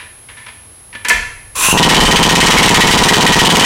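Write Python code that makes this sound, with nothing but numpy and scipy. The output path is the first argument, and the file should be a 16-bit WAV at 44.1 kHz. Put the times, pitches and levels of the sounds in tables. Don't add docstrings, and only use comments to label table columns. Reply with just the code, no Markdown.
import sys
import numpy as np
from scipy import signal
from scipy.fft import rfft, irfft, next_fast_len
from scipy.io import wavfile
from scipy.ndimage import uniform_filter1d

SR = 44100
rng = np.random.default_rng(int(sys.argv[2]) if len(sys.argv) > 2 else 0)


def dump(signal):
    limited = np.clip(np.atleast_2d(signal).T, -1, 1)
    pcm = np.round(limited * 32767).astype(np.int16)
    wavfile.write(sys.argv[1], SR, pcm)


N = 160965

# frequency in Hz, relative level in dB per Hz.
CLANG_COLOUR = [(180, -17), (652, -10), (953, -2.5), (1240, -1), (2980, 0), (8560, -10), (15500, -26.5)]
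# frequency in Hz, width in Hz, relative level in dB.
STEEL_MODES = [(420, 70, -3), (1375, 80, -1), (1895, 28, 8), (2208, 35, 6), (3060, 130, 3), (3530, 30, 0),
               (8560, 50, -8)]
CLANG_DB, STEEL_RING_DB, CRACK_DB = -16.5, -1.5, -1
CHATTER_T60_S, CRACK_T60_S, CHATTER_ROUGH_DB = 0.21, 0.18, 7.5
BLOW_LAG_S, MODE_SPREAD_DB = 0.003, 8
TICKS_PER_S, TICK_DB, TICK_SPREAD_DB, TICK_T60_S = 100, 2.5, 3, 0.01

# first puff in seconds, last puff in seconds, number of puffs.
PUFF_RUNS = [(1.7288, 1.7718, 7), (1.7992, 1.8257, 6), (1.8517, 1.8828, 7), (1.9068, 1.9389, 7),
             (1.9621, 1.9993, 8), (2.0152, 2.0495, 7), (2.0818, 2.1078, 6), (2.1295, 2.1564, 6),
             (2.193, 2.224, 7), (2.2535, 2.2882, 7), (2.3128, 2.3508, 7), (2.3706, 2.401, 7),
             (2.43, 2.4579, 6), (2.4808, 2.5061, 6), (2.5327, 2.5664, 7), (2.5926, 2.6257, 7),
             (2.6463, 2.6772, 6), (2.7041, 2.7407, 7), (2.7639, 2.8029, 7), (2.8381, 2.8673, 6),
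             (2.8833, 2.9062, 6), (2.9381, 2.9726, 7), (2.9939, 3.0297, 7), (3.0537, 3.0818, 6),
             (3.1043, 3.1322, 6), (3.1701, 3.2044, 7), (3.2284, 3.2608, 7), (3.2837, 3.3196, 7),
             (3.3586, 3.3864, 6), (3.4185, 3.4472, 6), (3.4624, 3.4954, 7), (3.5225, 3.5488, 6),
             (3.5688, 3.5927, 6), (3.6132, 3.64, 6)]
FIRST_PUFF_S = 1.6866
SHORTEST_GAP_S, GAP_GROWTH = 0.003, 1.45
PUFF_DB, PUFF_SPREAD_DB, PUFF_LOW_HZ = 4, 3.5, 94
LAST_PUFF_WIDTH_S, PUFF_WIDTH_PER_GAP = 0.00016, 0.011
JET_DB, JET_T60_S, JET_HZ = -51, 0.045, 2430
DIP_HZ, DIP_WIDTH_HZ, DIP_SHARE = 588, 255, 0.5
PORT_HZ, PORT_WIDTH_HZ, PORT_DB = 956, 98, 3.5
CHAMBER_HZ, CHAMBER_WIDTH_HZ, CHAMBER_DB = 170, 12.7, 3

# time in seconds, level in dB.
AIR_LEVEL = [(1.548, -47), (1.556, -21), (1.65, -9.5), (1.686, -14), (1.725, -12.5), (1.74, -50)]
# frequency in Hz, relative level in dB per Hz.
AIR_COLOUR = [(656, -7.5), (1040, 5), (1910, -2.5), (3700, 0.5), (5030, -7), (9920, 2), (15500, -12)]
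# frequency in Hz, width in Hz, relative level in dB.
AIR_PIPES = [(1060, 110, 6), (6200, 690, 6), (7500, 200, 5), (9730, 140, 14.5)]
AIR_RING_DB = -4.5
# time in seconds, frequency in Hz, level in dB.
WHISTLE_PATH = [(1.552, 2544, -34.5), (1.65, 2582, -16), (1.728, 2800, -16), (1.74, 2960, -32)]
# time in seconds, frequency in Hz, level in dB.
CAVITY_PATH = [(1.556, 568, -51), (1.582, 423, -28), (1.635, 180, -48), (1.67, 150, -36)]
WHISTLE_WIDTH_HZ, CAVITY_WIDTH_HZ = 300, 80

# start in seconds, level in dB, t60 of the contact in seconds.
KNOCKS = [(0.0, -30.5, 0.27), (0.287, -32.5, 0.18), (0.369, -35, 0.36), (0.464, -28, 0.094),
          (0.484, -28.5, 0.074), (0.497, -40, 0.045), (0.928, -32, 0.17), (.951, -20.5, 0.053),
          (1.048, -15.5, 0.14), (1.084, -13, 0.093), (1.1, 0, 0.074)]
# frequency in Hz, relative level in dB per Hz.
KNOCK_COLOUR = [(300, -17.5), (800, -12), (1100, -8.5), (2200, 2), (3200, -5), (4200, -12.5), (15000, -42)]
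# frequency in Hz, width in Hz, relative level in dB.
KNOCK_MODES = [(216, 15, -3), (450, 31, -1.5), (974, 51, -1.5), (1740, 30, 11.5), (2220, 55, -14)]
KNOCK_RING_DB = -1.5
# start in seconds, level in dB, t60 in seconds.
CLICKS = [(1.049, -17.5, 0.036), (1.085, -3, 0.036), (1.095, -4.5, 0.058)]
TREBLE_HZ = 5200

# time in seconds, level in dB.
GUSTS = [(1.05, -64), (1.15, -23.5), (1.5, -44), (1.7, -24), (1.99, -20), (2.03, -12), (2.08, -20),
         (3.65, -25)]
GUST_TOP_HZ = 54
WHINE_HZ, WHINE_DB = 10650, -40.5
WHINE_FLIP_S, WHINE_ONE_FLIP_S, WHINE_EDGE = 0.01236, 0.5549, 27
# frequency in Hz, relative level in dB per Hz.
FLOOR_COLOUR = [(20, -18), (98, -4.5), (162, -19.5), (840, -23.5), (8270, -34.5), (10600, -33),
                (15700, -43)]
FLOOR_DB = -43.5

# frequency in Hz, t60 in seconds.
GARAGE_DECAY = [(1800, 0.61), (9000, 0.63), (14000, 0.05)]
TOOL_ROOM_DB, EXHAUST_ROOM_DB = -6, -20.5
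LIMIT_DB, RELEASE_DB_PER_S = 0.1, 1128
MIC_LOW_HZ, CUTOFF_HZ = 28.6, 15850


def amp(db):
    return 10 ** (np.asarray(db) / 20)


def rms_one(x):
    return x / np.sqrt(np.mean(x ** 2) + 1e-20)


def butter(order, hz, kind, x):
    return signal.sosfilt(signal.butter(order, hz, kind, fs=SR, output="sos"), x)


def curve(rows):
    s, db = np.transpose(rows)
    return amp(np.interp(np.arange(N) / SR, s, db, left=-120, right=-120))


def at_hz(points, hz):
    table = np.array(points)
    return np.interp(np.log(hz), np.log(table[:, 0]), table[:, 1])


def resonance(x, hz, width_hz):
    r = np.exp(-np.pi * width_hz / SR)
    feedback = [1, -2 * r * np.cos(2 * np.pi * hz / SR), r * r]
    return signal.lfilter([(1 - r * r) / 2, 0, (r * r - 1) / 2], feedback, x + 1e-18)


def body(x, spectrum, peaks=(), ring_db=0, strengths=None):
    size = next_fast_len(N + 4096)
    hz = np.maximum(np.arange(size // 2 + 1) * SR / size, 1)
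    gain = rms_one(amp(at_hz(spectrum, hz)))
    out = irfft(rfft(x, size) * gain, size)[:N]
    top = amp(ring_db) * gain.max()
    for k, (hz, width, db) in enumerate(peaks):
        drive = x if strengths is None else x * strengths[k]
        out = out + top * (-1) ** k * amp(db) * resonance(drive, hz, width)
    return out


def bursts(times, dbs, t60s):
    out, t = np.zeros(N), np.arange(N) / SR
    for s, db, t60 in zip(times, dbs, t60s):
        i = int(max(s, 0) * SR)
        out[i:] = np.maximum(out[i:], amp(db - 60 * t[:N - i] / t60))
    return out


def rattle(chatter, first_s):
    born = (rng.random(N) < TICKS_PER_S / SR) & (np.arange(N) > first_s * SR)
    spread = np.minimum(rng.exponential(1, N), 3)
    ticks = born * np.sqrt(chatter) * amp(TICK_DB + TICK_SPREAD_DB * spread)
    decay_per_sample = amp(-60 / (TICK_T60_S * SR))
    return signal.lfilter([1], [1, -decay_per_sample], ticks + 1e-18)


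def chisel():
    s = np.array(PUFF_RUNS)[:, 1] + BLOW_LAG_S
    chatter = bursts(s, s * 0, s * 0 + CHATTER_T60_S)
    crack = bursts(s, s * 0 + CRACK_DB, s * 0 + CRACK_T60_S)
    favour = np.tanh(rng.standard_normal((len(STEEL_MODES), len(s))))
    blow = np.maximum(np.searchsorted(s, np.arange(N) / SR) - 1, 0)
    strengths = amp(MODE_SPREAD_DB * favour)[:, blow]
    uneven = amp(CHATTER_ROUGH_DB * rms_one(uniform_filter1d(rng.standard_normal(N), size=40)))
    envelope = uneven * chatter + crack + rattle(chatter, s[0])
    noise = envelope * rng.standard_normal(N)
    return amp(CLANG_DB) * body(noise, CLANG_COLOUR, STEEL_MODES, STEEL_RING_DB, strengths)


def puff_times():
    puffs = [(FIRST_PUFF_S, LAST_PUFF_WIDTH_S, 0)]
    for first, last, count in PUFF_RUNS:
        count = round(count)
        share = GAP_GROWTH ** -np.arange(count - 1.)
        spare = last - first - len(share) * SHORTEST_GAP_S
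        gaps = SHORTEST_GAP_S + spare * share / share.sum()
        widths = LAST_PUFF_WIDTH_S + PUFF_WIDTH_PER_GAP * (np.append(gaps, gaps[-1]) - gaps[-1])
        times = first + np.append(0, np.cumsum(gaps))
        puffs += zip(times, widths, rng.standard_normal(count))
    return puffs


def exhaust():
    out, t = np.zeros(N), np.arange(-300, 301) / SR
    puffs = puff_times()
    for s, width, draw in puffs:
        i = int(s * SR)
        out[i - 300:i + 301] += amp(PUFF_DB + PUFF_SPREAD_DB * draw) * np.exp(-.5 * (t / width) ** 2)
    s, _, draw = np.transpose(puffs)
    spits = bursts(s, JET_DB + PUFF_SPREAD_DB * draw, s * 0 + JET_T60_S) * rng.standard_normal(N)
    hiss = butter(1, [JET_HZ / 2, 2 * JET_HZ], "band", spits)
    out = butter(2, PUFF_LOW_HZ, "high", out)
    out = out - DIP_SHARE * resonance(out, DIP_HZ, DIP_WIDTH_HZ)
    boom = amp(CHAMBER_DB) * resonance(out, CHAMBER_HZ, CHAMBER_WIDTH_HZ)
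    ring = amp(PORT_DB) * resonance(out, PORT_HZ, PORT_WIDTH_HZ)
    return out + hiss + boom + ring


def swept(rows, width_hz):
    s, hz, db = np.transpose(rows)
    slow = butter(2, width_hz / 2, "low", rng.standard_normal((2, N)))
    phase = 2 * np.pi * np.cumsum(np.interp(np.arange(N) / SR, s, hz)) / SR
    band = slow[0] * np.cos(phase) + slow[1] * np.sin(phase)
    return curve(np.transpose([s, db])) * rms_one(band)


def valve():
    noise = body(rng.standard_normal(N), AIR_COLOUR, AIR_PIPES, AIR_RING_DB)
    hiss = curve(AIR_LEVEL) * rms_one(noise)
    return hiss + swept(WHISTLE_PATH, WHISTLE_WIDTH_HZ) + swept(CAVITY_PATH, CAVITY_WIDTH_HZ)


def knocks():
    envelope = uniform_filter1d(bursts(*np.transpose(KNOCKS)), size=120)
    return body(rng.standard_normal(N) * envelope, KNOCK_COLOUR, KNOCK_MODES, KNOCK_RING_DB)


def clicks():
    high = butter(2, [TREBLE_HZ, 2 * TREBLE_HZ], "band", rng.standard_normal(N))
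    return high * bursts(*np.transpose(CLICKS))


def garage(x):
    t, tail = np.arange(SR) / SR, 0
    for low in 60 * 2. ** np.arange(8):
        band = butter(2, [low, 2 * low], "band", rng.standard_normal(SR))
        decay = amp(-60 * t / at_hz(GARAGE_DECAY, low * np.sqrt(2)))
        tail = tail + band * decay * np.minimum(t / 0.0059, 1)
    return signal.fftconvolve(x, tail / np.sqrt(np.sum(tail ** 2)))[:N]


def gusts():
    low = butter(2, [6, GUST_TOP_HZ], "band", rng.standard_normal(N))
    return curve(GUSTS) * rms_one(low)


def whine():
    t = np.arange(N) / SR
    sign = np.tanh(WHINE_EDGE * np.sin(np.pi * (t - WHINE_ONE_FLIP_S) / WHINE_FLIP_S))
    return amp(WHINE_DB) * np.sqrt(2) * sign * np.sin(2 * np.pi * WHINE_HZ * t)


def noise_floor():
    return amp(FLOOR_DB) * body(rng.standard_normal(N), FLOOR_COLOUR)


def scene():
    tool = chisel() + valve() + knocks() + clicks()
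    puffs = exhaust()
    echo = garage(amp(TOOL_ROOM_DB) * tool + amp(EXHAUST_ROOM_DB) * puffs)
    return (tool + puffs + echo + gusts() + whine() + noise_floor())[None]


def record(dry):
    ramp = RELEASE_DB_PER_S * np.arange(N) / SR
    over = np.maximum(20 * np.log10(np.abs(dry) + 1e-9) - LIMIT_DB, 0)
    held = np.maximum.accumulate(over + ramp, axis=1) - ramp
    out = np.clip(dry * amp(-held), -1, 1)
    out = butter(1, MIC_LOW_HZ, "high", out)
    out = signal.sosfilt(signal.ellip(12, .5, 60, CUTOFF_HZ, fs=SR, output="sos"), out)
    return np.clip(out, -1, 1)


dry = scene()
out = record(dry)
dump(out)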